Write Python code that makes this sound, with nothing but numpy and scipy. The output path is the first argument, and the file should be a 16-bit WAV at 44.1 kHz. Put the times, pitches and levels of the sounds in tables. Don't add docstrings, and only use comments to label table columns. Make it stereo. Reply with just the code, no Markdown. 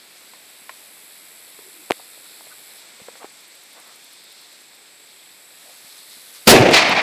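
import sys
import numpy as np
from scipy import signal
from scipy.fft import rfft, irfft, next_fast_len
from scipy.io import wavfile
from scipy.ndimage import uniform_filter1d

SR = 44100
rng = np.random.default_rng(int(sys.argv[2]) if len(sys.argv) > 2 else 0)


def output_pcm(signal):
    pcm = np.clip(np.atleast_2d(signal).T, -1, 1) * 32767
    wavfile.write(sys.argv[1], SR, np.round(pcm).astype(np.int16))


N = 309564
TIME = np.arange(N) / SR
SIZE = next_fast_len(N, True)
HZ = np.maximum(np.fft.rfftfreq(SIZE, 1 / SR), 1)


def cannon():
    # colour, start in seconds, attack in s, hold in s, level in dB before overload,
    # fall in dB per s, treble tilt in dB per octave, dulling in dB per octave per s.
    arrivals = [("blast", 6.452, 0.019, .001, -29, 800, 1, 5),
                ("blast", 6.469, 0.012, .001, 7.6, 720, 1, 235),
                ("blast", 6.484, 0.0096, 0.02, -2.4, 285, 1.55, 65),
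                ("blast", 6.52, 0.026, .05, -17, 41, 0, 68),
                ("boom", 6.467, 0.016, 0.0017, 0.89, 310, .1, 5),
                ("boom", 6.513, 0.013, 0.024, -3.04, 91, .1, 3.5),
                ("boom", 6.605, 0.018, 0.068, -11.5, 127, -1.2, 5),
                ("boom", 6.75, 0.11, .05, -23.5, 15, -1, 3),
                ("trees", 6.703, 0.04, 0.05, -6.5, 91, 3.76, 45.4),
                ("trees", 6.77, 0.086, 0.045, -10, 27, -1.5, 20)]
    sound = shock_slaps()
    for colour, *shape in arrivals:
        sound = sound + scattered(roar(colour), *shape)
    return sound


def shock_slaps(pulse_top_hz=5000, crack_t60=0.0039):
    # start in seconds, level in dB before the pulse is band-passed, pulse length in ms,
    # crack in dB relative to the pulse, left-right difference in dB.
    slaps = [(6.4735, -5, 2.9, -8, -1), (6.59, -7, 1.4, -15, 3), (6.598, 1, 2.7, -30, -12),
             (6.606, 1.5, 7.4, -32, 7), (6.614, 3, 4.3, -34, 3), (6.622, -3, 4.1, -28, 2),
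             (6.649, -17, 1.6, -20, 14), (6.689, -0.5, 0.87, -42, 4), (6.7118, -3.5, 0.72, -12, 16),
             (6.895, -14, 2.3, -7, -8), (6.941, -17, 1.4, -31, -3)]
    shocks, t = np.zeros((2, N)), TIME[:SR // 20]
    for s, db, length_ms, crack_db, pan_db in slaps:
        age = t / (length_ms / 1000)
        overpressure = (1 - age) * np.exp(-age)
        pulse = band(overpressure, 130, pulse_top_hz)
        crack = from_db(crack_db - 60 * t / crack_t60) * rng.standard_normal(len(t))
        add(shocks, s, panned(from_db(db) * (pulse + crack), pan_db))
    return shocks


def scattered(noise, start_s, attack_s, hold_s, db, fall_db_per_s, tilt_db, dulling_db_per_s):
    start = int(start_s * SR)
    age, rest, out = TIME[:N - start], noise[:, start:], 0
    fall_db = fall_db_per_s * np.maximum(age - attack_s - hold_s, 0)
    envelope = np.minimum(age / attack_s, 1) ** 2 * from_db(db - fall_db)
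    for octave, edge_hz in enumerate([2000, 4000, 8000, 20000]):
        low = signal.sosfiltfilt(signal.butter(2, edge_hz, fs=SR, output="sos"), rest)
        out = out + low * from_db((tilt_db - dulling_db_per_s * age) * octave)
        rest = rest - low
    return np.pad(out * envelope, [(0, 0), (start, 0)])


def roar(colour, lumps_db=2.5, echo_db=0.5, clumps_db=2.5):
    # frequency in Hz, relative level in dB per Hz.
    blast = [(25, -8.5), (100, 0), (220, 1.5), (700, -4.5), (1200, -1.5), (2400, -4), (4500, 0.5),
             (6000, -6.5), (10000, -8.5), (14500, -11)]
    boom = [(25, -29), (60, -43), (130, -5.5), (220, -4), (350, 1), (680, 2), (1000, -7.5), (1500, -8.5),
            (2400, -8.5), (4000, -20), (6000, -23.5), (14500, -50)]
    trees = [(25, -28), (200, -15.5), (350, -27), (700, 4), (1200, 2), (1700, 1), (2300, 5), (3000, -1.5),
             (4500, -1.5), (6000, -10), (10000, -24), (14500, -40)]
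    if colour == "blast":
        return fan_noise(blast, lag_ms=0.4, spread_ms=0.1, shared=0.53)
    if colour == "boom":
        lumps = from_db(lumps_db * drift(110))
        return fan_noise(boom, lag_ms=0.37, spread_ms=0.1, shared=0.016) * lumps
    ragged = from_db(echo_db * drift(400) + clumps_db * drift(70))
    return panned(fan_noise(trees, lag_ms=0.36, spread_ms=0.11, shared=.02) * ragged, pan_db=2.5)


def fan_noise(spectrum, lag_ms, spread_ms, shared):
    turn = 2 * np.pi * HZ / 1000
    shared = np.clip(shared, 0, 1)
    fan = np.exp(-(turn * spread_ms) ** 2 / 2 - 1j * turn * lag_ms)
    noise = stereo_noise(spectrum, shared + (1 - shared) * fan, 0)
    power = uniform_filter1d(np.mean(noise ** 2, axis=0), size=700)
    return noise / np.sqrt(power)


def handling(snap_t60=0.0046, body_db=-2.5, crack_db=-0.5, grit_db=-9.5,
             upper_ratio=2.25, upper_db=-9.5, low_share=0.7, panel_db=8.5):
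    # start in seconds, level in dB before the last band-pass,
    # ring in Hz, ring t60 in s, snap in dB relative to the ring, left-right difference in dB.
    taps = [(0.335, -39.5, 1040, 0.029, -14, -4), (0.6933, -25.5, 1055, 0.034, -2, -3),
            (1.59, -40.5, 407, .025, -12, 19), (1.9025, -26.5, 500, 0.057, -1, 24),
            (1.9076, -4.5, 447, 0.01, -1.5, 19), (1.9194, -18.5, 1940, 0.0045, 5.5, 24),
            (2.176, -42, 520, 0.016, -11, 12), (2.408, -38.5, 635, 0.018, -8, 5),
            (2.469, -41, 560, 0.015, -5, 22), (3.0, -41.5, 530, 0.026, -16, 21),
            (3.016, -40.5, 202, 0.015, -11, 32), (3.084, -32, 487, 0.026, -12, 20),
            (3.155, -43.5, 534, 0.039, -9, 23), (3.23, -33.5, 910, 0.014, -9, -2),
            (3.244, -34, 440, 0.018, -5, 27), (3.251, -42, 810, 0.039, -10, 24),
            (4.423, -43, 844, 0.022, -15, -4), (5.845, -42.5, 230, 0.023, -26, 1),
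            (6.169, -45.5, 250, 0.028, -20, 6)]
    out, t = np.zeros((2, N)), TIME[:SR // 16]
    for s, db, hz, t60, snap_db, pan_db in taps:
        grit, fade = rng.standard_normal((2, len(t))), from_db(-60 * t / t60)
        knock = from_db(body_db) * rms_one(band(grit[0], hz / 2, hz * 2))
        upper = from_db(upper_db) * np.sin(2 * np.pi * upper_ratio * hz * t) * fade
        ring = (np.sin(2 * np.pi * hz * t) + upper + knock) * fade
        contact = from_db(grit_db - 60 * t / snap_t60) * grit[1] - from_db(crack_db) * (t == 0)
        dulled = signal.lfilter([1], [1, -.7], band(contact, 340, 9000))
        panel = from_db(panel_db) * band(contact, 1460, 2870)
        snap = from_db(snap_db) * (dulled + panel)
        tap = band(ring + snap, low_share * hz, 26000)
        add(out, s, panned(from_db(db) * tap, pan_db))
    return out


def rubbing():
    # middle in seconds, level in dB, resonance in Hz, width in Hz, length in s.
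    rubs = [(1.671, -53, 380, 70, 0.033), (1.793, -56, 338, 60, 0.065), (1.999, -38.5, 780, 400, 0.0054),
            (2.261, -52.5, 1320, 400, 0.01), (2.522, -48, 1370, 350, 0.022),
            (3.224, -44.5, 1090, 250, 0.029), (3.225, -46.5, 650, 500, 0.033),
            (3.781, -47.5, 890, 920, 0.038), (3.898, -53, 1200, 1310, .09), (5.683, -52, 647, 220, 0.057)]
    out, t = np.zeros((2, N)), TIME[:SR // 2] - 1 / 4
    for s, db, hz, width_hz, length_s in rubs:
        low_hz, high_hz = max(hz - width_hz / 2, 60), hz + width_hz / 2
        friction = rms_one(band(rng.standard_normal(len(t)), low_hz, high_hz))
        swell = np.exp(-2 * (t / length_s) ** 2)
        add(out, s + t[0], from_db(db) * friction * swell)
    return out


def katydid(buzz_db=-2.5, pause_db=-67.0, depth=0.65, tick_s=0.0033, tick_db=-46, tick_arch_db=4):
    # start in seconds, end in s, level in dB before buzz_db.
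    buzzes = [(-.45, 2.78, -41.5), (4.65, 6.5, -41.5)]
    ticks_s = [3.3228, 3.4046, 3.4784, 3.5518, 3.6331, 3.7294, 3.7987, 3.873, 3.9568, 4.0416, 4.1294,
               4.2382, 4.323, 4.4128, 4.526, 4.6153, 4.748]
    # frequency in Hz, relative level in dB per Hz.
    scrape = [(7000, -23), (8400, -8.5), (9100, -6.5), (9700, -3.5), (10300, -1), (10800, -2), (11400, 0),
              (12200, -5), (13200, -6), (14500, -5.5)]
    stroke = stroke_phase(91.7, .006)
    pulsing = rms_one(1 + depth * np.cos(2 * np.pi * stroke))
    buzz = from_db(buzz_db) * phrases(buzzes, attack_s=1.54, release_s=0.05) * pulsing
    ticks, t = np.zeros((1, N)), TIME[:SR // 20] - 1 / 50
    arches = np.sin(np.linspace(0, np.pi, len(ticks_s)))
    for s, arch in zip(ticks_s, arches):
        bump = np.exp(-(t / tick_s - 1) ** 2 / 2)
        add(ticks, s + t[0], from_db(tick_db + tick_arch_db * arch) * bump)
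    return np.hypot(buzz + ticks, from_db(pause_db)) * field_noise(scrape, pan_db=-11.0)


def tree_cricket(rate_hz=30.2, low_hz=3150, high_hz=3700):
    # start in seconds, end in s, level in dB.
    calls = [(5.03, 5.29, -58.5)]
    strokes = np.sin(np.pi * rate_hz * (TIME - calls[0][0]) - np.pi / 2) ** 8
    rasp = rms_one(band(rng.standard_normal(N), low_hz, high_hz) * strokes)
    return panned(phrases(calls, attack_s=0.046, release_s=.03) * rasp, pan_db=-1.5)


def near_cricket(pitch_hz=7850, fall_hz=1000):
    # start in seconds, end in s, level in dB.
    songs = [(-.2, 2.9, -55), (4.5, 9.9, -56.5)]
    stroke = stroke_phase(29.2, .015)
    sweep_hz = pitch_hz - fall_hz * (stroke - .5) + 130 * drift(300)
    phase = 2 * np.pi * np.cumsum(sweep_hz) / SR
    chirp = rms_one(np.sin(np.pi * stroke) ** 2 * np.array([np.cos(phase), np.sin(phase)]))
    return panned(phrases(songs, attack_s=.55, release_s=0.95) * chirp, pan_db=-3.0)


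def cricket_crowd(crowd_db=-0.5):
    # time in seconds, level in dB before crowd_db.
    levels = [(0.25, -54), (2.22, -49.5), (3.91, -52), (5.51, -52.5), (6.3, -51.5)]
    # frequency in Hz, relative level in dB per Hz.
    trill = [(6600, -42), (7300, -12), (7650, -8), (8150, -7.5), (8500, -11), (9300, -44)]
    return from_db(in_time(levels)[0] + crowd_db) * field_noise(trill, pan_db=3.0)


def far_chorus(steady_db=-54, flutter_db=1.5):
    # start in seconds, end in s, level in dB before flutter.
    swells = [(1.9, 2.85, -53), (4.12, 4.42, -52), (5.85, 6.15, -51)]
    # frequency in Hz, relative level in dB per Hz.
    chorus = [(2800, -36), (3250, -1.5), (3600, 3), (4350, 3.5), (4800, -0.5), (5500, -4), (6300, -39)]
    swell = np.hypot(from_db(steady_db), phrases(swells, attack_s=0.053, release_s=0.24))
    return swell * from_db(flutter_db * drift(35)) * field_noise(chorus, pan_db=-1.5)


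def fuse(steady_db=-59.5, sputter_db=2.4):
    # start in seconds, end in s, level in dB before sputter.
    flares = [(0, .3, -55), (.66, .78, -50), (2.65, 4.6, -52.5), (5.53, 6.47, -48)]
    # frequency in Hz, relative level in dB per Hz.
    hiss = [(300, -46), (700, -15), (1200, 0), (2400, 2), (4200, 5.5), (6500, 1.5), (9000, 0.5),
            (14500, -7)]
    burn = np.hypot(from_db(steady_db), phrases(flares, attack_s=0.11, release_s=.15))
    return burn * from_db(sputter_db * drift(40)) * field_noise(hiss, pan_db=-1.5)


def meadow_air(air_db=3.5):
    # time in seconds, level in dB before air_db.
    levels = [(0.2, -50), (1.0, -49.5), (1.3, -50), (3.15, -48.5), (3.33, -51), (4.99, -51.5), (6.3, -50.5)]
    # frequency in Hz, relative level in dB per Hz.
    air = [(30, -28), (80, -17), (150, -5.5), (320, 0.5), (700, 0.5), (1150, -2), (1700, 0), (2400, 4.5),
           (2950, 1), (4500, -3.5), (6200, -7.5), (9000, -5), (14500, -7)]
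    return from_db(in_time(levels)[0] + air_db) * field_noise(air, pan_db=1.5)


def field_noise(spectrum, pan_db):
    # frequency in Hz, left-right difference in dB, likeness from -1 to 1.
    ports = [(60, 0.5, 0.16), (1400, -2.5, 0.28), (2210, 1.5, 0.51), (2470, 3, -0.03), (3060, -3.5, -0.28),
             (3460, 0, 0.49), (4950, 1.5, 0.63), (6260, -0.5, 0.071), (7650, -10, 0.17), (8700, -4, 0.16),
             (10500, -3.5, 0.3), (11900, -6, 0.1), (14500, -16, -0)]
    balance_db, alike = by_frequency(ports)
    return stereo_noise(spectrum, np.clip(alike, -1, 1), balance_db + pan_db)


def stereo_noise(spectrum, alike, balance_db):
    colour = from_db(by_frequency(spectrum)[0]) * HZ / np.hypot(HZ, 20)
    right, other = rfft(rng.standard_normal((2, SIZE)))
    left = alike * right + np.sqrt(np.maximum(1 - np.abs(alike) ** 2, 0)) * other
    lean = from_db(balance_db)
    pair = colour * np.array([lean * left, right]) / np.hypot(lean, 1)
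    return rms_one(irfft(pair, SIZE)[:, :N])


def stroke_phase(rate_hz, wander):
    return np.cumsum(rate_hz * (1 + wander * drift(4.0))) / SR % 1


def phrases(rows, attack_s, release_s):
    gain = 0
    for start, end, db in rows:
        rise = np.clip((TIME - start) / attack_s, 0, 1)
        fade = np.clip(1 - (TIME - end) / release_s, 0, 1)
        gain = gain + from_db(db) * rise * fade
    return gain


def drift(rate):
    knots = rng.standard_normal(int(N / SR * 200))
    return np.interp(TIME * rate, np.arange(len(knots)), knots)


def in_time(rows):
    s, *columns = np.transpose(rows)
    return [np.interp(TIME, s, c) for c in columns]


def by_frequency(rows):
    hz, *columns = np.transpose(rows)
    return [np.interp(np.log(HZ), np.log(hz), c) for c in columns]


def band(x, low_hz, high_hz):
    sos = signal.butter(2, [low_hz, min(high_hz, .45 * SR)], "band", fs=SR, output="sos")
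    return signal.sosfilt(sos, x + 1e-18)


def from_db(db):
    return 10 ** (np.asarray(db) / 20)


def rms_one(x):
    return x / np.sqrt(np.mean(x ** 2) + 1e-20)


def panned(x, pan_db):
    return x * from_db([[pan_db / 2], [-pan_db / 2]])


def add(out, s, sound):
    at = round(s * SR)
    out[:, at:at + sound.shape[-1]] += sound[..., :N - at]


def scene():
    insects = katydid() + tree_cricket() + near_cricket() + cricket_crowd() + far_chorus()
    return cannon() + handling() + rubbing() + insects + fuse() + meadow_air()


def record(dry):
    clipped = np.clip(dry, -1, 1)
    return signal.sosfilt(signal.cheby2(16, 70, 15300, fs=SR, output="sos"), clipped)


dry = scene()
out = record(dry)
output_pcm(out)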